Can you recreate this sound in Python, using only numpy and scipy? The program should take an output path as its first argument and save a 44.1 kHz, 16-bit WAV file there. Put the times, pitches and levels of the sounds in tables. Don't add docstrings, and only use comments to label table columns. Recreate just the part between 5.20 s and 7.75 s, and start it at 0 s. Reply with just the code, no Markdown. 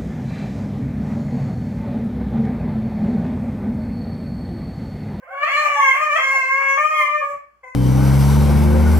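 import sys
import numpy as np
from scipy import signal
from scipy.fft import rfft, irfft, next_fast_len
from scipy.io import wavfile
from scipy.ndimage import map_coordinates

SR = 44100
rng = np.random.default_rng(int(sys.argv[2]) if len(sys.argv) > 2 else 0)


def transcribe(u):
    v = np.clip(np.atleast_2d(u).T, -1, 1)
    q = np.round(v * 32767).astype(np.int16)
    wavfile.write(sys.argv[1], SR, q)


def rack_gain(trim_db):
    fader = np.asarray(trim_db, float)
    return 10 ** (fader / 20)


N = 112454
TOP_HZ = 15800


def unit(x):
    return x / np.sqrt(np.mean(x ** 2) + 1e-20)


def along(points, hz):
    f, v = np.transpose(points)
    return np.interp(np.log(hz + 1), np.log(f + 1), v)


def wobble(rate, size=N):
    knots = rng.standard_normal(int(N * rate / SR) + 4)
    return map_coordinates(knots, [np.arange(size) * rate / SR])


def filtered(x, response):
    m = next_fast_len(N + 8192)
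    return irfft(rfft(x, m) * response(np.fft.rfftfreq(m, 1 / SR)), m)[..., :N]


# f/Hz, level/dB
FLOOR = [(25, -19.5), (50, -16.5), (90, -11), (200, -14), (450, -17), (1500, -15), (4000, -32),
         (15700, -39.5)]


def floor_hiss():
    noise = rng.standard_normal((2, N))
    return rack_gain(-68) * unit(filtered(noise, lambda f: rack_gain(along(FLOOR, f))))


def mains_hum():
    t = np.arange(N) / SR
    pan_db, sway_db = -2, 1.2
    level = rack_gain(-67.5 + sway_db * wobble(4.1))
    return level * np.sin(2 * np.pi * 60 * t) * rack_gain([[pan_db], [-pan_db]])


# t/s, level/dB, share of the lighter knock (0-1)
THUMPS = [
    (.32, -60, 0.15),
    (.45, -69, 0.9),
    (0.579, -64.5, .8),
    (.7, -49.5, 0),
    (.8, -61, 1),
    (.93, -59, .9),
    (1.02, -63, 0.2),
    (1.8, -66, .3),
    (2.151, -56, 0.58),
]


def couch_bumps():
    t = np.arange(N) / SR
    span_s, pan_db = 0.029, 4
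    corner_hz = np.reshape([90, 320], (2, 1, 1))
    noise = rng.standard_normal((2, 2, N))
    deep, light = unit(filtered(noise, lambda f: f / (f + 30) / (1 + (f / corner_hz) ** 2)))
    bumps = 0
    for start, db, share in THUMPS:
        swell = rack_gain(db) * np.exp(-((t - start) / span_s) ** 2)
        bumps = bumps + swell * (deep + np.clip(share, 0, 1) * (light - deep))
    return bumps * rack_gain([[pan_db], [-pan_db]])


def background():
    return floor_hiss() + mains_hum() + couch_bumps()


# f/Hz, decay by 60 dB/s
ROOM = [(300, 0.34), (1100, 0.46), (2500, 0.41), (6000, 0.28), (14000, 0.23)]


def placed(x, pan_db, lag_s, wet_db):
    treble_db = 4
    hz, t, z = signal.stft(rng.standard_normal((2, SR // 2)), SR, nperseg=256)
    decay_db = -60 * t / along(ROOM, hz)[:, None]
    colour_db = treble_db * np.log2(hz / 3000 + 1)[:, None]
    tail = signal.istft(z * rack_gain(decay_db + colour_db), SR, nperseg=256)[1]
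    tail = tail / np.linalg.norm(tail[0]) * rack_gain(treble_db * 2)
    delayed = np.pad(x, (150, 0))[None]
    wet = signal.fftconvolve(delayed, tail, axes=1)[:, :N]
    side = np.array([[.5], [-.5]])
    direct = filtered(x, lambda f: rack_gain(side * pan_db) * np.exp(-2j * np.pi * f * side * lag_s))
    return direct + rack_gain(wet_db) * wet


def fold_lock(rattles):
    t = np.arange(N) / SR
    lock = np.zeros(N)
    for start, span, depth in rattles:
        lock += depth * np.clip(np.minimum(t - start, start + span - t) / 0.011, 0, 1)
    return lock


def overtone_gain(u, overtone_hz, k, db, throat, mouth, rings):
    at, *shape = np.transpose(mouth)
    tilt, chest_db, bright_db = [np.interp(u, at, c) for c in shape]
    ring_db = 0
    for when, span, centre, width, ring_level in rings:
        nearness = ((u - when) / span) ** 2 + ((overtone_hz - centre) / width) ** 2
        ring_db = ring_db + ring_level * np.exp(-nearness)
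    mouth_db = chest_db * (k == 1) + bright_db * (overtone_hz > 3800)
    mouth_db = mouth_db + tilt * np.log2(overtone_hz / 1100) / 2
    effort_db = 0.12 * (db + 13.5) * np.log2(np.maximum(overtone_hz / 2170, 1)) ** .5
    gain = rack_gain(throat(overtone_hz) + ring_db + mouth_db + effort_db)
    return gain / (1 + (overtone_hz / 12500) ** 4), bright_db


def voice(notes, throat, rattles, mouth=((0, 0, 0, 0),), rings=()):
    attack_s, release_s = 0.0051, 0.022
    jitter, shimmer_db = 0.00497, 2
    breath_db, hiss_db = -14, -21
    tone, gate, air, t = np.zeros(N), np.zeros(N), np.zeros(N), np.arange(N) / SR
    lock = fold_lock(rattles)
    fast, mid, size_db = wobble(150), wobble(24.877), shimmer_db * wobble(60.13)
    scatter = .5 * rng.standard_normal((31, 1))
    for note in notes:
        s, *cols = np.transpose(note)
        on = (t >= s[0]) & (t < s[-1] + release_s)
        u = t[on]
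        hz, db, rough = [np.interp(u, s, c) for c in cols]
        rough = np.clip(rough, 0, 1)
        unsteady_hz = hz * (1 + 0.0026 * mid[on] + 10 * jitter * rough * fast[on])
        phase = 2 * np.pi * np.cumsum(unsteady_hz) / SR
        k = np.arange(1, int(TOP_HZ / hz.min()) + 1)[:31, None]
        near = [r for r in rings if s[0] - 2 * r[1] < r[0] < s[-1] + 2 * r[1]]
        gain, bright_db = overtone_gain(u, k * hz, k, db, throat, mouth, near)

        locked_phase = phase + .12 * lock[on] * np.sin(phase / 4)
        wave = (gain * np.sin(k * locked_phase + scatter[:len(k)])).sum(0)
        wave = wave / np.sqrt((gain ** 2).sum(0) / 2)
        rise, fall = (u - s[0]) / attack_s, (s[-1] + release_s - u) / release_s
        edge = np.clip(np.minimum(rise, fall), 0, 1) * rack_gain(db)
        locked = 1 + lock[on] * (np.cos(phase / 4) + .5 * np.cos(phase / 2))
        tone[on] += edge * wave * locked * rack_gain(size_db[on] * (.3 + 4 * rough))

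        gate[on] += edge * (rough + .02) * (1 + 0.63 * np.cos(phase))
        gust = rack_gain(4 * mid[on] + size_db[on] + bright_db)
        air[on] += edge * (rough + 0.11) * gust * locked * (0.11 + np.cos(phase / 2) ** 6)

    def breath_colour(f):
        return rack_gain(np.maximum(throat(f), -14 - f / 200)) * (f < 3800)

    def hiss_colour(f):
        return rack_gain(throat(f) + np.log2(f / 8000 + 1)) / (1 + (5200 / (f + 1)) ** 8)

    breath = unit(filtered(rng.standard_normal(N), breath_colour))
    hiss = unit(filtered(rng.standard_normal(N), hiss_colour))
    mix = tone + rack_gain(breath_db) * gate * breath + rack_gain(hiss_db) * air * hiss
    return filtered(mix, lambda f: 1 / (1 + (475 / (f + 1)) ** 16))


# t/s, f/Hz, level/dB, roughness (0-1)
WHINE_1 = [(0, 491.7, -56, 0.5), (.05, 520, -55.5, 0.46), (.085, 683.5, -46, 0.65), (.12, 784, -43, 0.4),
           (.17, 744, -44.5, 0.5), (.24, 634, -41.5, 0.3)]
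WHINE_2 = [(.41, 850.6, -54, 0.48), (0.478, 860, -47.5, 0.6), (.54, 801, -61, 0.46),
           (0.569, 858.4, -30, .1), (0.627, 890, -26, 0.055), (.64, 885, -49, .3), (.72, 855, -58.5, 0.29)]
WHINE_3 = [(.6, 1005, -34, 0.11), (0.629, 1065, -24, 0.05), (.655, 1066, -28, .05),
           (.68, 1071, -23.5, 0.035), (0.729, 1022, -27, 0.22), (0.818, 1043, -43, 0.52)]
WHINE_4 = [(1.077, 922, -69, 0.47), (1.132, 899, -42.5, 0.13), (1.169, 695, -37.5, 0.15),
           (1.25, 633, -57.5, 0.19)]
WHINE_5 = [(1.71, 1053, -45, 0.037), (1.76, 1081, -26.5, 0.023), (1.821, 1050, -24.5, 0.15),
           (1.87, 1038, -34.5, 0.17), (1.908, 956, -59, 0.69), (1.96, 937, -58.5, 0.74)]
WHINE_6 = [(2.434, 800, -62, 0.7), (2.465, 735, -68, .7)]
# f/Hz, level/dB
WHINE_THROAT = [(500, 13.5), (900, 0), (1500, -9), (2150, 4.5), (2700, -32), (3250, -8.5), (4300, -56.5),
                (5400, -31.5), (11500, -32), (15000, -68)]
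ONSET_THROAT = [(480, 0), (780, 0), (1000, -3), (1500, 0), (2000, -22), (2500, -24), (3200, -40),
                (6000, -50)]


def whine():
    notes = [WHINE_2, WHINE_3, WHINE_4, WHINE_5, WHINE_6]
    dry = voice(notes, lambda hz: along(WHINE_THROAT, hz), [])
    dry = dry + voice([WHINE_1], lambda hz: along(ONSET_THROAT, hz), [])
    return rack_gain(3) * placed(dry, pan_db=-4, lag_s=-0.000059, wet_db=-4)


# t/s, span/s, level/dB
CRACKS = [
    (0.294, 0.023, -32),
    (.47, 0.071, -29),
    (0.761, 0.03, -27.5),
    (0.996, .02, -26.5),
    (1.583, 0.018, -34),
    (1.732, .03, -41),
    (2.138, 0.036, -50),
    (.04, 0.11, -57),
]
# f/Hz, level/dB
CRACK_COLOUR = [(450, -31), (600, -0.5), (900, -3), (1400, -5), (2200, 2.5), (2900, -14), (3500, -28.5),
                (5000, -61.5)]


def cracks():
    t = np.arange(N) / SR
    swell = sum(rack_gain(db) * np.exp(-((t - start) / span) ** 2) for start, span, db in CRACKS)
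    air = unit(filtered(rng.standard_normal(N), lambda f: rack_gain(along(CRACK_COLOUR, f))))
    return swell * rack_gain(3 * wobble(80)) * air


# f/Hz, level/dB
THROAT = [(530, -16), (620, -4.5), (834, -22), (1170, 3.5), (1470, -9), (2170, -0.5), (2800, -17),
          (3300, -22.5)]
UPPER = [(3800, -6.5), (4260, -5), (5150, -6), (6100, -1), (7400, -5), (9500, -15), (12000, -14),
         (15700, -15)]


def howl_throat(hz):
    low = along(THROAT, hz) - 90 * np.clip(hz / 3300 - 1, 0, 1)
    return np.where(hz < 3800, low, -30.5 + along(UPPER, hz))


# t/s, f/Hz, level/dB, roughness (0-1)
NOTE_1 = [(.085, 543.7, -39.5, 0.56), (.147, 552.4, -32, 0.26), (.225, 573.8, -23, 0.24),
          (.28, 669.3, -18.5, 0.61)]
NOTE_2 = [(0.284, 530, -17.5, 0.19), (0.319, 557.8, -18.5, 0.12), (0.372, 598.9, -14, 0.3),
          (.41, 606, -16, 0.091), (0.446, 592.5, -17.5, 0.16), (0.498, 580.7, -17.5, 0.054),
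          (0.559, 570.8, -16.5, 0.027), (0.618, 553.1, -16, 0.12), (0.657, 538.3, -12.5, 0.04),
          (0.69, 535.7, -12.5, 0.089), (0.739, 535, -19.5, 0.15)]
NOTE_3 = [(.745, 546, -16, 0.29), (0.78, 585.1, -21.5, 0.2), (0.833, 613.2, -17, 0.086),
          (.88, 595.1, -23, .1), (0.913, 581.6, -18.5, 0.15), (0.946, 600.6, -15.5, .15),
          (0.966, 648.5, -16, 0.24)]
NOTE_4 = [(.975, 534.7, -20.5, 0.34), (0.998, 532, -18.5, 0.095), (1.114, 539.8, -18.5, 0.16),
          (1.169, 536.7, -16, 0.03), (1.244, 522.5, -20, 0.048), (1.327, 538.5, -15.5, 0.024),
          (1.398, 550.5, -21, 0.11), (1.452, 548.5, -18.5, .15), (1.501, 545.6, -18.5, .08),
          (1.566, 552.5, -17.5, 0.045)]
NOTE_5 = [(1.57, 596.8, -21.5, 0.11), (1.601, 595.3, -16, 0.093), (1.664, 612.7, -18, 0.024),
          (1.732, 619.6, -21.5, 0.1), (1.783, 606.7, -16, 0.036), (1.872, 585, -21.5, 0.085),
          (1.95, 599, -18, 0.068), (2.002, 601.4, -19, 0.04)]
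NOTE_6 = [(2.005, 565.9, -25, 0.11), (2.05, 567.1, -20, 0.11), (2.091, 568.2, -27.5, 0.12),
          (2.151, 577.5, -38, 0.35)]
NOTE_7 = [(2.431, 511.6, -40, 0.34), (2.485, 511, -37.5, 0.17), (2.51, 510, -41.5, 0.11),
          (2.549, 514.6, -33, .08)]
# f/Hz, level/dB
CLOSED = [(510, -0.5), (1020, 0), (1530, -11), (2050, 3), (2560, -18.5), (3050, -63.5), (4800, -37),
          (6500, -27), (9000, -36.5), (15000, -45)]
# t/s, length/s, depth (0-1)
RATTLES = [
    (1.39, 0.095, 0.26),
    (1.485, .05, .08),
    (.28, 0.03, 0.2),
    (1.57, .02, .1),
]
# t/s, tilt/(dB per octave, half applied), chest/dB, brightness/dB
MOUTH = [(.085, -7.5, 15, -8), (.2, 0.5, 3, -8), (.3, 14.5, 6.5, -14.5), (.42, 0.5, -1.5, 1),
         (.55, -1.5, -1.5, 4.5), (.68, -7.5, -14.5, 0.5), (.8, 0, 0, 2), (.96, 4, 3, -2),
         (1.1, -1.5, -2, 6.5), (1.3, -7, -8, 3.5), (1.45, -3, -5.5, 3.5), (1.65, -2, -2.5, 1.5),
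         (1.8, -0.5, -1, 2), (2.0, -2, 0, -5), (2.07, -14, 4, 5), (2.15, -8, 11, 6)]
# t/s, span/s, f/Hz, width/Hz, level/dB
RINGS = [(.39, .07, 4200, 400, 16), (.4, .08, 7300, 500, 7), (.65, .08, 6100, 506, 12),
         (.69, .04, 13000, 1500, 20.5), (1.0, .06, 3300, 300, 12.5), (1.52, 0.034, 6100, 500, 12),
         (1.8, 0.071, 11300, 1200, 16), (1.25, 0.26, 3200, 400, -10), (1.6, .1, 4300, 700, -10),
         (2.1, 0.14, 2900, 500, -10), (2.1, .07, 7700, 500, 23.5), (0.25, 0.12, 4360, 540, 16.5),
         (0.6, 0.17, 1800, 100, -7.5), (1.83, 0.3, 1800, 250, -6), (0.56, .12, 4600, 500, -10.5)]


def howl():
    notes = [NOTE_1, NOTE_2, NOTE_3, NOTE_4, NOTE_5, NOTE_6]
    dry = voice(notes, howl_throat, RATTLES, MOUTH, RINGS)
    dry = dry + voice([NOTE_7], lambda hz: along(CLOSED, hz), []) + cracks()
    return rack_gain(-3) * placed(dry, pan_db=2.5, lag_s=.0001, wet_db=-3)


def scene():
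    return background() + whine() + howl()


# f/Hz, width/Hz, depth (0-1)
NOTCHES = [
    (3780, 260, 0.96),
    (8750, 380, 0.95),
    (13700, 500, .6),
]


def housing_dips(hz):
    dips = [1 - np.clip(depth, 0, 1) * np.exp(-((hz - centre) / width) ** 2) for centre, width, depth in NOTCHES]
    return np.prod(dips, axis=0)


def roll_off(x):
    return signal.sosfilt(signal.butter(12, 15910, fs=SR, output="sos"), x)


def record(dry):
    bent = dry + 0.022 * dry ** 2

    def response(hz):
        return housing_dips(hz) * (hz < TOP_HZ) * hz ** 2 / (hz ** 2 + 25 ** 2)

    mix = filtered(bent, response)
    return roll_off(mix)


dry = scene()
out = record(dry)
transcribe(out)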